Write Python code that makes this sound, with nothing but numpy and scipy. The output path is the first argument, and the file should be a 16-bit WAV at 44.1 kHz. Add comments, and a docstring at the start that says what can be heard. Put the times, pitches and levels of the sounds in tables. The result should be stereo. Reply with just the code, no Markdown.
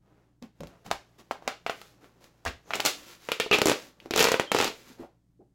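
"""Page torn along its perforation.

A stiff page is pulled out of a book, close by, in a small room with a faint appliance hum.
Handling makes faint crinkle ticks. The paper ties pop one by one, then give way in fast runs; each snap
kicks the sheet, and fibres crackle between them. The sheet squeaks briefly and, once free, slides away
over the next page. Hands bump the book softly."""
import sys
import numpy as np
from scipy import signal
from scipy.fft import rfft, irfft
from scipy.io import wavfile
from scipy.ndimage import uniform_filter1d, minimum_filter1d

SR = 44100
rng = np.random.default_rng(int(sys.argv[2]) if len(sys.argv) > 2 else 0)


def wav_out(sig):
    """Save sig, one row per channel (or a flat mono array), as 16-bit PCM at SR to the path in sys.argv[1]."""
    wavfile.write(sys.argv[1], SR, np.round(np.clip(np.atleast_2d(sig).T, -1, 1) * 32767).astype(np.int16))


N = 244314
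TIME_S = np.arange(N) / SR

# still-room noise: freq_hz, gain_db
FLOOR_SPECTRUM = [(15, -27.5), (25, -0.5), (70, -17.5), (114, -1), (175, 1), (242, -10.5), (293, -3),
                  (430, -21), (900, -24.5), (2410, -33.5), (6920, -34), (16000, -43)]
# appliance tones: pitch_hz, level_db
HUM_TONES = [(59.2, -74.5), (118.4, -71.5), (172.3, -77)]
# paper and skin sliding over paper: start_s, length_s, rub_db, hiss_db
STROKES = [(0, 0.43, -66, -78), (0.416, 0.071, -53.5, -62), (0.602, 0.22, -57.5, -81),
           (0.844, 0.066, -47, -53), (1.18, 0.053, -54.5, -55.5), (1.414, 0.15, -54, -69),
           (1.69, 0.3, -65.5, -56), (2.003, 0.11, -59.5, -65.5), (2.2, 0.11, -62.5, -60),
           (2.654, 0.36, -49.5, -54), (2.917, 0.26, -59, -50), (3.055, .16, -66, -50.5),
           (3.19, 0.23, -70.5, -52), (3.697, 0.25, -54.5, -47.5), (4.003, 0.13, -59, -66.5),
           (4.66, 0.34, -66, -55), (4.85, 0.15, -63, -59), (4.975, .11, -49.5, -62.5)]
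# dull part of sliding: freq_hz, gain_db
RUB_SPECTRUM = [(60, -7.5), (150, -1.5), (330, 3), (750, -2.5), (1400, -7.5), (3000, -18.5), (8000, -42)]
# bright part of sliding: freq_hz, gain_db
HISS_SPECTRUM = [(300, -16.5), (1200, 3), (2500, 2.5), (4200, 1.5), (7000, -1), (8800, -10), (11500, -7),
                 (16000, -11.5)]
# hand and sheet striking the book: start_s, level_db, pitch_hz, decay_s
BUMPS = [(0.42, -36.5, 185, 0.018), (0.601, -37, 187, 0.031), (0.607, -36, 525, 0.007),
         (0.635, -69, 135, 0.015), (0.648, -45, 57, 0.014), (0.862, -46, 189, 0.038),
         (0.916, -47.5, 58, 0.031), (2.457, -38, 65.6, 0.039), (2.463, -37, 240, 0.024),
         (4.895, -44.5, 217, 0.015), (4.994, -34.5, 316, 0.017), (5.024, -41, 725, 0.02),
         (5.391, -48, 304, 0.018), (5.404, -54.5, 545, 0.019)]
# sharp paper clicks, both faint crinkle ticks from handling and loud pops of ties breaking:
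# start_s, strength_db, crack_re_mid_db, treble_re_mid_db
SNAPS = [(0.4244, -10.5, 2, -0.5), (0.6057, -3, -7, -2.5), (0.6341, -1.5, -8, -7), (0.6712, -21, 7, 13),
         (0.8638, -3, -10, -4), (0.905, 1, -17, -8), (0.9128, 21, -9, -7.5), (1.3107, 17.5, -13.5, -15.5),
         (1.4233, -3, -18, -25), (1.477, 19.5, -4, -7.5), (1.6642, 14.5, -0.5, -15.5),
         (1.696, 17, -3.5, -18), (1.8156, -4, -2.5, 1.5), (2.0431, -11, -4, -10), (2.242, -18, -2, 8),
         (2.4518, 9, -10, -2), (2.462, 15.5, -3, -22), (2.7063, 12.5, -0.5, -22), (2.7354, 13.5, 9.5, -11),
         (2.755, 5, -13.5, 9.5), (2.798, 11, -3, -18), (2.8025, 9.5, 5, 7), (2.8511, 21, 1.5, 6),
         (2.8602, 14.5, 10, 14.5), (3.288, 12, 0, -11), (3.318, 13, 7, 2.5), (3.3997, 16.5, 10, 3),
         (3.462, 5, -21, -16), (3.5128, 14.5, 12, -6.5), (3.5276, 20.5, 14, -0.5), (3.5394, 1.5, 22.5, 7),
         (3.5456, 11.5, 2, 1.5), (3.5859, 13, 1, 1), (3.6168, 17.5, 3.5, 3), (3.6573, 16, -3.5, 5.5),
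         (3.6702, 15, 1.5, 5.5), (3.6834, 18, 1, 4.5), (3.697, 17, 0.5, 2.5), (3.7162, 17.5, -2.5, -6.5),
         (4.001, -24, 20, 8), (4.0586, -4.5, -11, -7.5), (4.1088, 7.5, 7.5, 2), (4.1373, 8.5, 9, 0.5),
         (4.161, 15.5, 4, 5), (4.176, 13.5, 12, 11.5), (4.1812, 12, 0, -0.5), (4.1928, 16.5, 6, 10),
         (4.2, 2, 10, 8.5), (4.204, 27, 3.5, 3.5), (4.2265, 17, -7.5, 6), (4.242, 22, 3, 5),
         (4.252, 18.5, -5.5, -4), (4.271, 16, 6, -9.5), (4.2862, 20, 1, -2.5), (4.3176, 20.5, 0.5, 0),
         (4.342, 18.5, 0.5, -14.5), (4.3971, 20.5, -1, -7.5), (4.517, 19.5, 0.5, -1),
         (4.5472, 22, -10, -7.5), (4.564, 12, 5.5, -2.5), (4.587, 18, 0.5, 0), (4.6018, 18, -2.5, -9.5),
         (4.6121, 11, 5, 2.5), (4.6249, 16, -3, -5), (4.6442, 9.5, 2, 8), (4.6528, 10, -1, -9)]
# snap bands (bass, mid, crack, treble, air): centre_hz
SNAP_BANDS_HZ = [350, 950, 2650, 6500, 10000]
# the sheet slackens as it comes free, ringing lower and fuller: time_s, ring_hz, bass_db
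SLACKENING = [(0.63, 520, 3.5), (0.92, 750, -12), (1.66, 710, -9), (2.73, 690, -18.5), (2.8, 740, -6.5),
              (3.29, 497, -3), (3.53, 404, 6.5), (3.617, 472, 6), (3.66, 330, 7.5), (3.716, 571, 1),
              (4.11, 352, 8.5), (4.24, 485, -2.5), (4.34, 495, 1.5), (4.55, 440, -1.5)]
# radiation of the sheet: freq_hz, gain_db
SHEET_SPECTRUM = [(60, -16), (150, -11.5), (260, -1.5), (380, -1.5), (500, 1), (800, -4), (1200, -4.5),
                  (1650, -9), (2700, -5.5), (4200, -7.5), (7200, -14.5), (8800, -26), (11000, -25.5),
                  (16000, -32)]
# thin crackle of fibres: freq_hz, gain_db
FIBRE_SPECTRUM = [(150, -24), (400, -2), (800, -2.5), (1500, 5), (3000, -5.5), (6500, -10.5), (9000, -18),
                  (16000, -23)]
# the tear running between ties: start_s, length_s, relative_db
TEAR_RUNS = [(2.45, 0.025, -26.5), (2.73, 0.026, -25.5), (2.839, 0.027, -23), (3.527, 0.031, -21),
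             (3.653, 0.071, -25), (4.14, 0.06, -24.5), (4.228, .14, -41.5), (4.528, 0.15, -24)]
# stick-slip of the sheet: start_s, length_s, level_db, pitch_hz, width_hz
SQUEAKS = [(2.456, 0.021, -27, 1474, 625), (2.635, 0.12, -64.5, 6400, 910), (3.51, 0.024, -17.5, 2700, 260),
           (3.524, 0.035, -19.5, 2417, 304), (4.465, 0.056, -41, 3153, 128)]
# room decay: freq_hz, t60_s
ROOM_DECAY = [(100, 0.068), (300, 0.22), (450, 0.27), (900, 0.2), (2500, 0.26), (6000, 0.28), (15000, 0.19)]
# colour of the reflections: freq_hz, gain_db
ROOM_SPECTRUM = [(60, 4), (150, 2.5), (290, 1), (420, -2.5), (800, 0), (2000, -1), (6000, -4),
                 (15000, -2.5)]
# left-right likeness of diffuse sound: freq_hz, coherence (0-1)
COHERENCE = [(60, 0.6), (280, .72), (640, 0.4), (1400, 0), (3000, 0), (16000, 0.21)]
# imbalance of the two microphone ports: freq_hz, left_minus_right_db
PORT_BALANCE = [(60, -7.5), (110, -1.5), (200, -3), (380, -2.5), (700, -1), (1290, 2), (2380, 0),
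                (4400, -1), (8120, -1), (15000, 5)]


def amp(db):
    """Decibels to gain."""
    return 10 ** (np.asarray(db) / 20)


def unit_rms(x):
    """Scales to rms 1."""
    return x / np.sqrt(np.mean(x ** 2) + 1e-20)


def curve_at(points, hz):
    """Interpolates (freq_hz, value) rows on a log-frequency axis."""
    freq_hz, value = np.transpose(points)
    return np.interp(np.log(hz + 1), np.log(freq_hz + 1), value)


def add(mix, start_s, sound):
    """Mixes a sound in at start_s."""
    part = mix[..., max(round(start_s * SR), 0):][..., :sound.shape[-1]]
    part += sound[..., :part.shape[-1]]


def held(start_s, length_s, attack_s, release_s):
    """Envelope: linear rise, hold, exponential release."""
    t = TIME_S - start_s
    return np.clip(t / attack_s, 0, 1) * np.exp(-np.maximum(t - length_s, 0) / release_s)


def minimum_phase(gain_db):
    """Spectrum with the given gains that rings only after the blow."""
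    log_gain = np.log(amp(np.r_[gain_db, gain_db[-2:0:-1]]))
    return np.exp(np.conj(signal.hilbert(log_gain)))[:len(gain_db)]


def diffuse(pair, spectrum):
    """Colours two unrelated signals and makes them alike in the bass."""
    hz = np.fft.rfftfreq(pair.shape[1], 1 / SR)
    left, other = rfft(pair) * amp(curve_at(spectrum, hz))
    coherence = curve_at(COHERENCE, hz)
    right = coherence * left + np.sqrt(1 - coherence ** 2) * other
    return irfft(np.array([left, right]), pair.shape[1])


def grains(spectrum, rate_per_s, spread_db, smooth):
    """Tiny uneven clicks over a share of smooth noise; coloured, stereo, rms 1."""
    sizes = amp(spread_db * np.minimum(rng.exponential(1, (2, N)), 4))
    clicks = sizes * rng.choice([-1, 1], (2, N)) * (rng.random((2, N)) < rate_per_s / SR)
    texture = unit_rms(clicks) + smooth * rng.standard_normal((2, N))
    return unit_rms(diffuse(texture, spectrum))


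def fuzzy_tone(count, pitch_hz, width_hz):
    """Narrow noise band with its level swings compressed."""
    hz = np.fft.fftfreq(count + SR // 2, 1 / SR)
    passband = np.exp(-2 * ((hz - pitch_hz) / width_hz) ** 2)
    band = np.fft.ifft(np.fft.fft(rng.standard_normal(len(hz))) * passband)[:count]
    return unit_rms((band / np.sqrt(abs(band) + 1e-12)).real)


def background(floor_db=-70):
    """Low room noise and an appliance's hum."""
    hum = sum(amp(db) * np.sqrt(2) * np.sin(2 * np.pi * (hz * TIME_S + rng.random()))
              for hz, db in HUM_TONES)
    return amp(floor_db) * unit_rms(diffuse(rng.standard_normal((2, N)), FLOOR_SPECTRUM)) + hum


def slide(held_rub_db=-67, held_hiss_db=-71.5, hiss_trim_db=-1.5):
    """Rough faces catch and let go: a dull rub and a fine hiss, swelling with each stroke."""
    rub = grains(RUB_SPECTRUM, rate_per_s=700, spread_db=4.5, smooth=1)
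    hiss = grains(HISS_SPECTRUM, rate_per_s=3900, spread_db=6, smooth=1)
    grip = held(start_s=0.517, length_s=4.503, attack_s=0.081, release_s=0.081)
    gains = np.outer(amp([held_rub_db, held_hiss_db]), grip)  # a held sheet keeps rubbing faintly
    for start_s, length_s, *levels_db in STROKES:
        progress = np.linspace(0, 1, int(length_s * SR))
        arch = abs(np.sin(np.pi * progress ** 0.63)) ** 1.62  # peaks early
        add(gains, start_s, np.outer(amp(levels_db), arch))
    return gains[0] * rub + amp(hiss_trim_db) * gains[1] * hiss


def bumps(rise_s=0.004, width_ratio=0.73):
    """The stack of pages takes a soft blow with a damped thud."""
    t = np.arange(SR // 3) / SR
    out = np.zeros((2, N))
    for start_s, level_db, pitch_hz, decay_s in BUMPS:
        envelope = (1 - np.exp(-t / rise_s)) * np.exp(-t / decay_s)
        add(out, start_s, amp(level_db) * envelope * fuzzy_tone(len(t), pitch_hz, width_ratio * pitch_hz))
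    return out


def sheet_resonance_db(hz, ring_hz, rebound=0.26, rebound_top_hz=6000, peak_db=2.5, width_oct=0.19):
    """Waves return from the fold once per ring period: a hollow comb, its lowest peak raised."""
    echo = rebound * np.minimum(hz / ring_hz, 1) ** 2 / (1 + (hz / rebound_top_hz) ** 2)
    round_trip = np.exp(-2j * np.pi * hz / ring_hz)
    comb_db = 10 * np.log10((1 - echo ** 2) / abs(1 - echo * round_trip) ** 2)
    return comb_db + peak_db * np.exp(-(np.log2((hz + 1) / ring_hz) / width_oct) ** 2)


def snaps(kick_s=0.00042, flutter_s=0.003, flutter_db=-9, trim_db=0.5, nominal_lag_s=0.00012, size=2048):
    """A faint crinkle or a loud breaking tie kicks the sheet; bending waves then bounce and flutter."""
    t, hz = np.arange(size) / SR, np.fft.rfftfreq(size, 1 / SR)
    kick = t / kick_s * np.exp(1 - t / kick_s)
    fluttering = amp(flutter_db) * (1 - np.exp(-t / kick_s)) * np.exp(-t / flutter_s)
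    fade = np.cos(np.linspace(0, np.pi / 2, size))
    coherence = curve_at(COHERENCE, hz)
    slack_s, slack_ring_hz, slack_bass_db = np.transpose(SLACKENING)
    out = np.zeros((2, N))
    for start_s, strength_db, crack_db, treble_db in SNAPS:
        shared, separate, flutter = rng.standard_normal((3, 2, size))
        burst = rfft((shared[0] + 0.2 * separate) * kick + flutter * fluttering)
        burst[1] = coherence * burst[0] + (1 - coherence) * burst[1]  # long waves reach both ports alike
        ring_hz = np.interp(start_s, slack_s, slack_ring_hz)
        bass_db = np.interp(start_s, slack_s, slack_bass_db)
        air_db = 4 + 1.21 * treble_db
        bands = list(zip(SNAP_BANDS_HZ, [bass_db, 0, crack_db, treble_db, air_db]))
        colour_db = curve_at(bands, hz) + curve_at(SHEET_SPECTRUM, hz) + sheet_resonance_db(hz, ring_hz)
        # the burst keeps only its fine ripple; the sheet sets the broad colour
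        broad_db = 10 * np.log10(uniform_filter1d((abs(burst) ** 2).mean(0), size=13))
        snap = burst * minimum_phase(strength_db + trim_db + colour_db - broad_db)
        lag_s = nominal_lag_s * rng.uniform(0.43, 1.39)  # the right port is further away
        snap[1] *= np.exp(-2j * np.pi * hz * lag_s)
        add(out, start_s, irfft(snap) * fade)
    return out


def fibre_trails(offset_db=-50.5, crack_share=0.29, decay_s=0.017):
    """Fibres crackle just after each snap, in proportion to its strength."""
    decay = np.exp(-TIME_S[:SR // 4] / decay_s)
    envelope = np.zeros(N)
    for start_s, strength_db, crack_db, _ in SNAPS:
        add(envelope, start_s, amp(strength_db + offset_db + crack_share * crack_db) * decay)
    return envelope * grains(FIBRE_SPECTRUM, rate_per_s=1800, spread_db=4, smooth=0.25)


def rip(trim_db=-5.5):
    """Single fibres part in a dense crackle that sounds through the sheet."""
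    envelope = sum(amp(db + trim_db) * held(start_s, length_s, attack_s=0.021, release_s=0.018)
                   for start_s, length_s, db in TEAR_RUNS)
    return envelope * grains(SHEET_SPECTRUM, rate_per_s=1000, spread_db=1.5, smooth=0.17)


def squeaks():
    """Fast stick-slip gives short, fuzzy whistles."""
    out = np.zeros((2, N))
    for start_s, length_s, level_db, pitch_hz, width_hz in SQUEAKS:
        count = int(length_s * SR)
        pair = np.array([fuzzy_tone(count, pitch_hz, width_hz) for _ in range(2)])
        add(out, start_s, amp(level_db) * pair * np.sin(np.linspace(0, np.pi, count)))
    return out


def room_response(wet_db=-5, build_s=0.0019):
    """Short diffuse tail for one position of the sheet; each band dies at its own rate."""
    t = np.arange(SR // 2) / SR
    hz, frame_s, noise = signal.stft(rng.standard_normal((2, len(t))), SR, nperseg=256)
    decay = np.exp(-np.log(1000) * frame_s / curve_at(ROOM_DECAY, hz)[:, None])
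    build_up = 1 - np.exp(-(t / build_s) ** 2)
    tail = signal.istft(noise * decay, SR)[1][:, :len(t)] * build_up
    return amp(wet_db) * diffuse(tail / np.linalg.norm(tail[0]), ROOM_SPECTRUM)


def room(direct, drift_hz=1.15, positions=3):
    """The sheet moves, so its sound passes in turn through different reflections."""
    phases = np.pi * (2 * drift_hz * TIME_S + np.arange(positions)[:, None] / positions)
    weights = np.sqrt(2 / positions) * np.cos(phases)
    return direct + sum(signal.fftconvolve(direct * w, room_response(), axes=1)[:, :N] for w in weights)


def scene():
    """Paper sounds in the room, over its background."""
    return room(snaps() + rip() + fibre_trails() + slide() + bumps() + squeaks()) + background()


def record(dry, ceiling=0.73, hold_s=0.0031, cutoff_hz=16100):
    """Unequal microphone ports, a fast peak limiter and a low-pass."""
    tilt_db = curve_at(PORT_BALANCE, np.fft.rfftfreq(N, 1 / SR)) / 2
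    ported = irfft(rfft(dry) * amp([tilt_db, -tilt_db]), N)
    allowed_gain = ceiling / np.maximum(abs(ported).max(0), ceiling)
    span = int(hold_s * SR)
    limited = ported * uniform_filter1d(minimum_filter1d(allowed_gain, span), span)
    lowpass = signal.firwin(401, cutoff_hz, window=("kaiser", 8), fs=SR)
    return signal.oaconvolve(limited, lowpass[None], "same", axes=1)


dry = scene()
out = record(dry)
wav_out(out)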